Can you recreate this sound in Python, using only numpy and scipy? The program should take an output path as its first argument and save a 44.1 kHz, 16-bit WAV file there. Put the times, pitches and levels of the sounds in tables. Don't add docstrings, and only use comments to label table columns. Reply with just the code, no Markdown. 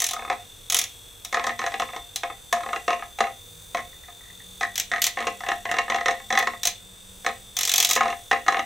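import sys
import numpy as np
from scipy import signal
from scipy.fft import rfft, irfft, next_fast_len
from scipy.io import wavfile
from scipy.ndimage import uniform_filter1d, map_coordinates

SR = 44100
rng = np.random.default_rng(int(sys.argv[2]) if len(sys.argv) > 2 else 0)


def wav_out(sig):
    wavfile.write(sys.argv[1], SR, np.round(np.clip(np.atleast_2d(sig).T, -1, 1) * 32767).astype(np.int16))


def nominal_scale(level):
    x = np.asarray(level, float) / 20
    return 10 ** x


N = 381465
T = np.arange(N) / SR
WIDE = next_fast_len(N)

# first_s, last_s, blows (count), first_push_db, last_push_db
FLOOR_RUNS = [(.164, .276, 5, -28.5, -33), (.299, .326, 2, -17, -22.5), (1.343, 1.395, 3, -11, -16),
              (1.44, 1.492, 3, -17, -15.5), (1.591, 1.663, 4, -17.5, -14.5), (1.719, 1.74, 2, -26.5, -18.5),
              (1.797, 1.819, 2, -17.5, -18), (1.933, 1.962, 2, -27, -25), (2.605, 2.688, 4, -29, -24),
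              (2.73, 2.76, 2, -18.5, -19), (2.879, 2.929, 3, -13.5, -19.5), (2.993, 3.023, 2, -32, -29),
              (3.205, 3.269, 3, -10.5, -27), (3.746, 3.79, 3, -16.5, -25), (4.207, 4.3, 5, -44, -48),
              (4.609, 4.63, 2, -15, -13.5), (4.935, 4.981, 3, -13.5, -24), (5.171, 5.241, 5, -17.5, -24),
              (5.405, 5.464, 3, -27, -21.5), (5.486, 5.516, 2, -13.5, -14.5), (5.713, 5.766, 3, -14, -18.5),
              (5.899, 5.944, 3, -13, -14.5), (5.959, 6.009, 3, -21.5, -19), (6.082, 6.138, 3, -10.5, -27.5),
              (6.325, 6.351, 2, -11, -14), (6.374, 6.425, 3, -8.5, -17), (7.263, 7.288, 2, -11.5, -18),
              (8.007, 8.125, 6, -11.5, -23.5), (8.312, 8.329, 2, -7, -10.5), (8.522, 8.592, 4, -16.5, -13)]
# first_s, last_s, blows (count), first_sting_db, last_sting_db
WALL_RUNS = [(.019, 0.133, 6, -12.5, -19.5), (.699, 0.788, 5, -12.5, -8.5), (0.814, 0.839, 2, -17.5, -20.5),
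             (4.756, 4.798, 3, -18.5, -12.5), (5.018, 5.066, 3, -9.5, -9.5), (6.632, 6.671, 3, -15, -9),
             (7.567, 7.78, 11, -15, -7), (7.801, 7.847, 3, -5.5, -7), (7.87, 7.89, 2, -17.5, -14.5),
             (7.91, 7.953, 3, -8, -14.5)]
# start_s, push_db (into jar and board), sting_db (on the glass wall)
LONE_BLOWS = [(.002, -31, -16), (1.248, -36.5, -21.5), (1.326, -20, -23.5), (1.888, -31, -46),
              (2.159, -34.5, -16), (2.233, -18, -26.5), (2.299, -25.5, -50), (2.526, -12, -13.5),
              (2.567, -23.5, -66), (3.186, -21, -26), (3.929, -45.5, -72), (4.035, -43.5, -75),
              (4.082, -38, -48), (4.401, -45, -71), (4.915, -13.5, -23), (5.269, -12.5, -18.5),
              (5.653, -17, -28.5), (5.69, -19, -37), (5.785, -9, -17), (5.879, -24.5, -41),
              (6.058, -10.5, -17.5), (6.2, -32.5, -43), (6.303, -13.5, -22), (6.388, -18, -17),
              (6.471, -12, -22), (6.534, -26.5, -43), (6.701, -46, -31), (7.246, -24.5, -32),
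              (7.899, -22.5, -14), (7.961, -11, -14), (7.975, -16, -37), (8.361, -25, -39),
              (8.463, -22.5, -33), (8.481, -8, -16.5)]
# start_s, rings_db (tilt towards rings near 1.9 kHz), ping_db (near 2.7 kHz)
LANDING_SPOT = [(0.05, 4, -2), (0.22, -15.5, -4), (0.76, 2.5, 2), (1.65, 1.5, -2), (1.8, -5.5, 11.5),
                (2.501, -5.5, -4.5), (2.931, -4.5, 12), (3.21, -6, 3), (3.77, -2.5, -10), (4.04, 29, -10),
                (4.09, -11, -5), (4.299, 25, -7), (4.63, 12, -17), (4.93, 11.5, 3), (5.2, -2.5, 7),
                (5.601, 3.5, 10), (7.27, -1, -13), (7.7, 5, -5), (8.0, -2.5, 7.5), (8.5, -0.5, 9)]
# pitch_hz, level_db, t60_s (shortened in board())
BOARD_MODES = [(233.3, -24, 0.25), (329, -17.5, 0.07), (468.5, -10.5, 0.057), (521.6, -14.5, 0.21),
               (701.7, -7.5, 0.27), (720, -5, 0.14), (780.6, -3.5, 0.16), (1036, -4.5, 0.047),
               (1073, -5, 0.11), (1248, 0, 0.061), (1516, -33, 0.26), (1729, -0.5, 0.032),
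               (1841, -3.5, 0.061), (1898, -2, 0.069), (1984, -5, 0.13), (2189, -0.5, 0.031),
               (2530, -8, 0.043), (2767, -12, 0.053)]
# pitch_hz, level_db, t60_s
GLASS_MODES = [(3454, 7, 0.007), (3970, 2.5, 0.0082), (5200, -7, 0.0069), (5710, 5.5, 0.0069),
               (6160, 5, 0.0088), (6360, -2, 0.018), (6800, 0, 0.0087), (7350, 5.5, 0.004),
               (8450, -5.5, 0.01), (12540, -15, 0.0092), (14400, -12, 0.013)]
# start_s, pitch_hz, split_hz, level_db
SHAFT_PAIR = [(2, 11050, 90, -5), (4, 11720, 380, -9)]
# start_s, speed_turns_per_s
FREE_SPEED = [(0, 43), (2.5, 43.1), (3.6, 44.2), (4.5, 44.1), (6.97, 44.9), (7.1, 45.6), (7.3, 45.9),
              (8.65, 45.7)]
# pitch_hz, level_db (per Hz)
CASING_COLOUR = [(1300, -35), (2250, -24.5), (4400, -17), (5350, -19), (5900, -10.5), (6900, -14.5),
                 (8500, -13), (10150, -15.5), (10750, -20.5), (11900, -18.5), (15650, -17), (15900, -42)]
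# pitch_hz, width_hz, level_db (over the smooth colour)
CASING_PEAKS = [(3550, 60, 27), (3340, 160, 13), (3680, 160, 15), (2680, 200, 2), (7700, 200, 0),
                (8450, 200, 2), (10150, 150, 2), (14100, 200, -2)]
# pitch_hz, t60_s
ROOM_DECAY = [(300, 0.38), (1000, 0.19), (3000, 0.3), (8000, 0.17), (15000, 0.16)]
# pitch_hz, level_db (per Hz)
AIR_COLOUR = [(12, -28), (20, 2), (107, -1.5), (150, -9.5), (188, -10.5), (332, -11.5), (474, -7),
              (663, -13.5), (1410, -14.5), (3000, -19.5), (3900, -71), (6600, -120)]
# pitch_hz, likeness (0 to 1)
AIR_LIKENESS = [(25, 1), (150, 0.5), (300, 0.028), (3000, 0.061)]
# start_s, pitch_hz, level_db (rms before the waver)
GLIDING_DRONE = [(3.2, 147, -84), (3.6, 161, -63), (4.699, 188, -60), (6.201, 212, -66), (6.801, 188, -65),
                 (7.198, 189.5, -58), (7.9, 205.6, -74), (8.3, 207, -75)]
# pitch_hz, level_db (rms before the waver)
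FIXED_DRONES = [(102, -64.5), (479, -69)]
SKIP_LATE_S = (0.0098, .02)
SKIP_LOSS_DB = (10, 20)

STING_SLOPE, STING_DB, LANDING_DB = 1.127, -9, 3.5
GRAZE_PUSH_DB = -16.5
UNEVEN_S, UNEVEN_DB, COLOUR_DB = 0.0011, 1.5, 3.5
SAG_TURNS, SAG_PER_PUSH, RECOVER_S = 3.0, 2.0, .09
MOTOR_DB, AIR_DB = -47, -52
BOUNCE = rng.random((300, 4))
CHANCE = rng.standard_normal((len(FLOOR_RUNS + WALL_RUNS), 12, 3))


def run(row, chance):
    first_s, last_s, count, first_db, last_db = row
    place = np.linspace(0, 1, round(count))
    late, force, colour = chance[:len(place)].T
    inner = 4 * place * (1 - place)
    s = first_s + (last_s - first_s) * place + UNEVEN_S * late * inner
    force_db = first_db + (last_db - first_db) * place + UNEVEN_DB * force * inner
    return s, force_db, COLOUR_DB * colour, place == 0


def blows():
    rows = [np.transpose(LONE_BLOWS)]
    for k, row in enumerate(FLOOR_RUNS + WALL_RUNS):
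        s, force_db, colour_db, first = run(row, CHANCE[k])
        if k < len(FLOOR_RUNS):
            sting_db = STING_SLOPE * force_db + STING_DB + LANDING_DB * first + colour_db
            rows.append([s, force_db, sting_db])
        else:
            rows.append([s, force_db + GRAZE_PUSH_DB + colour_db, force_db])
    s, push_db, sting_db = np.concatenate(rows, axis=1)
    rebound_late, rebound_loss, skip_late, skip_loss = BOUNCE[:len(s)].T
    none = np.zeros(len(s))
    late_s = np.r_[none, .006 + 0.0074 * rebound_late, np.interp(skip_late, (0, 1), SKIP_LATE_S)]
    loss_db = np.r_[none, 7 + 9 * rebound_loss, np.interp(skip_loss, (0, 1), SKIP_LOSS_DB)]
    s = np.tile(s, reps=3) + late_s
    return s, np.tile(push_db, reps=3) - loss_db, np.tile(sting_db, reps=3) - 1.6 * loss_db


def contacts(s, gain, ms, rise=0.13):
    t_ms = np.arange(600) / SR * 1000
    shape = np.exp(-t_ms / ms) * np.minimum(t_ms / (rise * ms), 1)
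    chatter = shape * rng.standard_normal((len(s), len(t_ms))) / np.linalg.norm(shape)
    at = np.round(s * SR).astype(int)[:, None] + np.arange(len(t_ms))
    return np.bincount(at.ravel(), (gain[:, None] * chatter).ravel(), N)[:N]


def edgy_contacts(s, gain, ms):
    return np.diff(contacts(s, gain, ms), prepend=0)


def ring(kicks, hz, t60):
    r = 1000 ** (-1 / (t60 * SR))
    if np.isscalar(hz):
        lean = r * np.cos(2 * np.pi * hz / SR)
        return signal.lfilter([1, -lean], [1, -2 * lean, r ** 2], kicks)
    turn = np.exp(2j * np.pi * np.cumsum(hz) / SR)
    return (turn * signal.lfilter([1], [1, -r], kicks / turn)).real


def muffled(x, hz):
    return signal.sosfilt(signal.butter(3, hz, fs=SR, output="sos"), x)


def board():
    s, push_db, _ = blows()
    when, rings_db, ping_db = np.transpose(LANDING_SPOT)
    rings_db, ping_db = np.interp(s, when, rings_db), np.interp(s, when, ping_db)
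    out = nominal_scale(-10.5) * ring(edgy_contacts(s, nominal_scale(push_db), 15.0), 1600, 0.0028)
    for hz, db, t60 in BOARD_MODES:
        tilt = np.exp(-((hz - 1900) / 220) ** 2) - .5
        mode_db = push_db + db + tilt * rings_db + (hz > 2650) * ping_db
        out += ring(contacts(s, nominal_scale(mode_db), 2.17, rise=0.69), hz, 0.76 * t60)
    return nominal_scale(-7.0) * muffled(out, 3050)


def glass():
    s, push_db, sting_db = blows()
    soft = 1 - np.clip((sting_db - push_db + 19) / 20, 0, 1)
    tick = ring(edgy_contacts(s, nominal_scale(sting_db + 1.5 - 5.2 * soft), 0.3), 4600, 0.00031)
    scrape = ring(edgy_contacts(s, nominal_scale(sting_db + 11.5 - 20 * soft), 5.5), 6400, 0.0018)
    rasp = ring(edgy_contacts(s, nominal_scale(sting_db + 17.5 - 33 * soft), 14.0), 2240, 0.0028)
    body = tick + scrape + rasp
    top = edgy_contacts(s, nominal_scale(sting_db + 14.5 - 60 * soft), 3.5)
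    when, shaft_hz, split_hz, shaft_db = np.transpose(SHAFT_PAIR)
    for plane in (-.5, .5):
        kicks = contacts(s, nominal_scale(sting_db + np.interp(s, when, shaft_db) - 60 * soft), 0.53)
        top += ring(kicks, np.interp(T, when, shaft_hz + plane * split_hz), 0.035)
    for hz, db, t60 in GLASS_MODES:
        dull_db = -15 * soft * np.log2(hz / 5000)
        rung = ring(contacts(s, nominal_scale(sting_db + db + dull_db), 4.0), hz, t60)
        if hz < 8000:
            body += rung
        else:
            top += rung
    return nominal_scale(-8.0) * (muffled(body, 9600) + top)


def speed():
    s, push_db, _ = blows()
    load = np.bincount(np.round(s * SR).astype(int), nominal_scale(push_db), N)[:N]
    load = signal.lfilter([1], [1, -np.exp(-1 / (RECOVER_S * SR))], load)
    sag = uniform_filter1d(np.tanh(SAG_PER_PUSH * load), size=1500)
    return np.interp(T, *np.transpose(FREE_SPEED)) - SAG_TURNS * sag


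def evened(x):
    return x / np.sqrt(np.mean(x ** 2) + 1e-20)


def read(points, hz):
    f, value = np.transpose(points)
    return np.interp(np.log(hz + 1), np.log(f + 1), value)


def coloured(x, gain_at):
    return irfft(rfft(x, WIDE) * gain_at(np.fft.rfftfreq(WIDE, 1 / SR)), WIDE)[..., :N]


def casing(hz):
    peaks = sum(nominal_scale(db) / (1 + (2 * (hz - f) / width) ** 2) for f, width, db in CASING_PEAKS)
    return nominal_scale(read(CASING_COLOUR, hz)) * (1 + peaks)


def motor():
    turns = np.cumsum(speed()) / SR
    size, orders = 4096, 360
    angle = np.arange(size) / size
    ticks = .5 + 0.94 * np.exp(-(angle * 6 % 1) / 0.053)
    ticks *= 1 + 0.22 * np.cos(2 * np.pi * angle)
    third_db = 5 * (np.arange(orders) % 3 == 0)
    standing = nominal_scale(1.5 * rng.standard_normal(orders) + third_db)
    spectra = rfft(rng.standard_normal((20, size)) * ticks)[:, :orders]
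    patterns = irfft(spectra * standing, size)
    steady = map_coordinates(patterns, [T * 1.1, turns % 1 * (size - 1)], order=1)
    loose = evened(rng.standard_normal((2, N)) * ticks[(turns % 1 * size).astype(int)])
    brushes = evened(steady) + .4 * loose + .3 * loose[0]
    return nominal_scale(MOTOR_DB) * evened(coloured(brushes, casing))


def room(x):
    taps = np.zeros((2, SR // 2))
    at = np.arange(60, SR // 2 - 20, 20) + rng.integers(0, 20, (2, (SR // 2 - 61) // 20))
    np.put_along_axis(taps, at, rng.choice([-1., 1.], at.shape), 1)
    hz, t, z = signal.stft(taps, SR, nperseg=256)
    decay = nominal_scale(-60 * t / read(ROOM_DECAY, hz)[:, None])
    tail = signal.istft(z * decay, SR, nperseg=256)[1]
    tail = tail / np.linalg.norm(tail[0])
    return signal.fftconvolve(x[None], 0.52 * tail + 0.75 * tail.mean(0), axes=1)[:, :N]


def air():
    left, other = rng.standard_normal((2, N))

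    def same(hz):
        return np.clip(read(AIR_LIKENESS, hz), 0, 1)

    shared = coloured(left, lambda hz: same(hz) * nominal_scale(3.0 * same(hz)))
    right = shared + coloured(other, lambda hz: np.sqrt(1 - same(hz) ** 2))
    tone = coloured(np.array([left, right]), lambda hz: nominal_scale(read(AIR_COLOUR, hz)))
    return nominal_scale(AIR_DB) * evened(tone)


def drones():
    s, hz, db = np.transpose(GLIDING_DRONE)
    waver = 1 + 0.56 * evened(uniform_filter1d(rng.standard_normal(N), size=4000))
    glide = nominal_scale(np.interp(T, s, db)) * np.sin(2 * np.pi * np.cumsum(np.interp(T, s, hz)) / SR)
    fixed = sum(nominal_scale(d) * np.sin(2 * np.pi * f * T) for f, d in FIXED_DRONES)
    return np.sqrt(2) * waver * (glide + fixed)


def scene():
    knocks, clinks = board(), glass()
    echo = room(nominal_scale(-7.0) * knocks + nominal_scale(-7.0) * clinks)
    return knocks + clinks + echo + motor() + air() + drones()


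def top_cut(x):
    return signal.sosfilt(signal.butter(12, 16980, fs=SR, output="sos"), x)


def record(dry):
    edge = signal.firwin(255, 16100, window=("kaiser", 7), fs=SR)
    mix = signal.oaconvolve(dry, edge[None], "same")
    return top_cut(mix)


dry = scene()
out = record(dry)
wav_out(out)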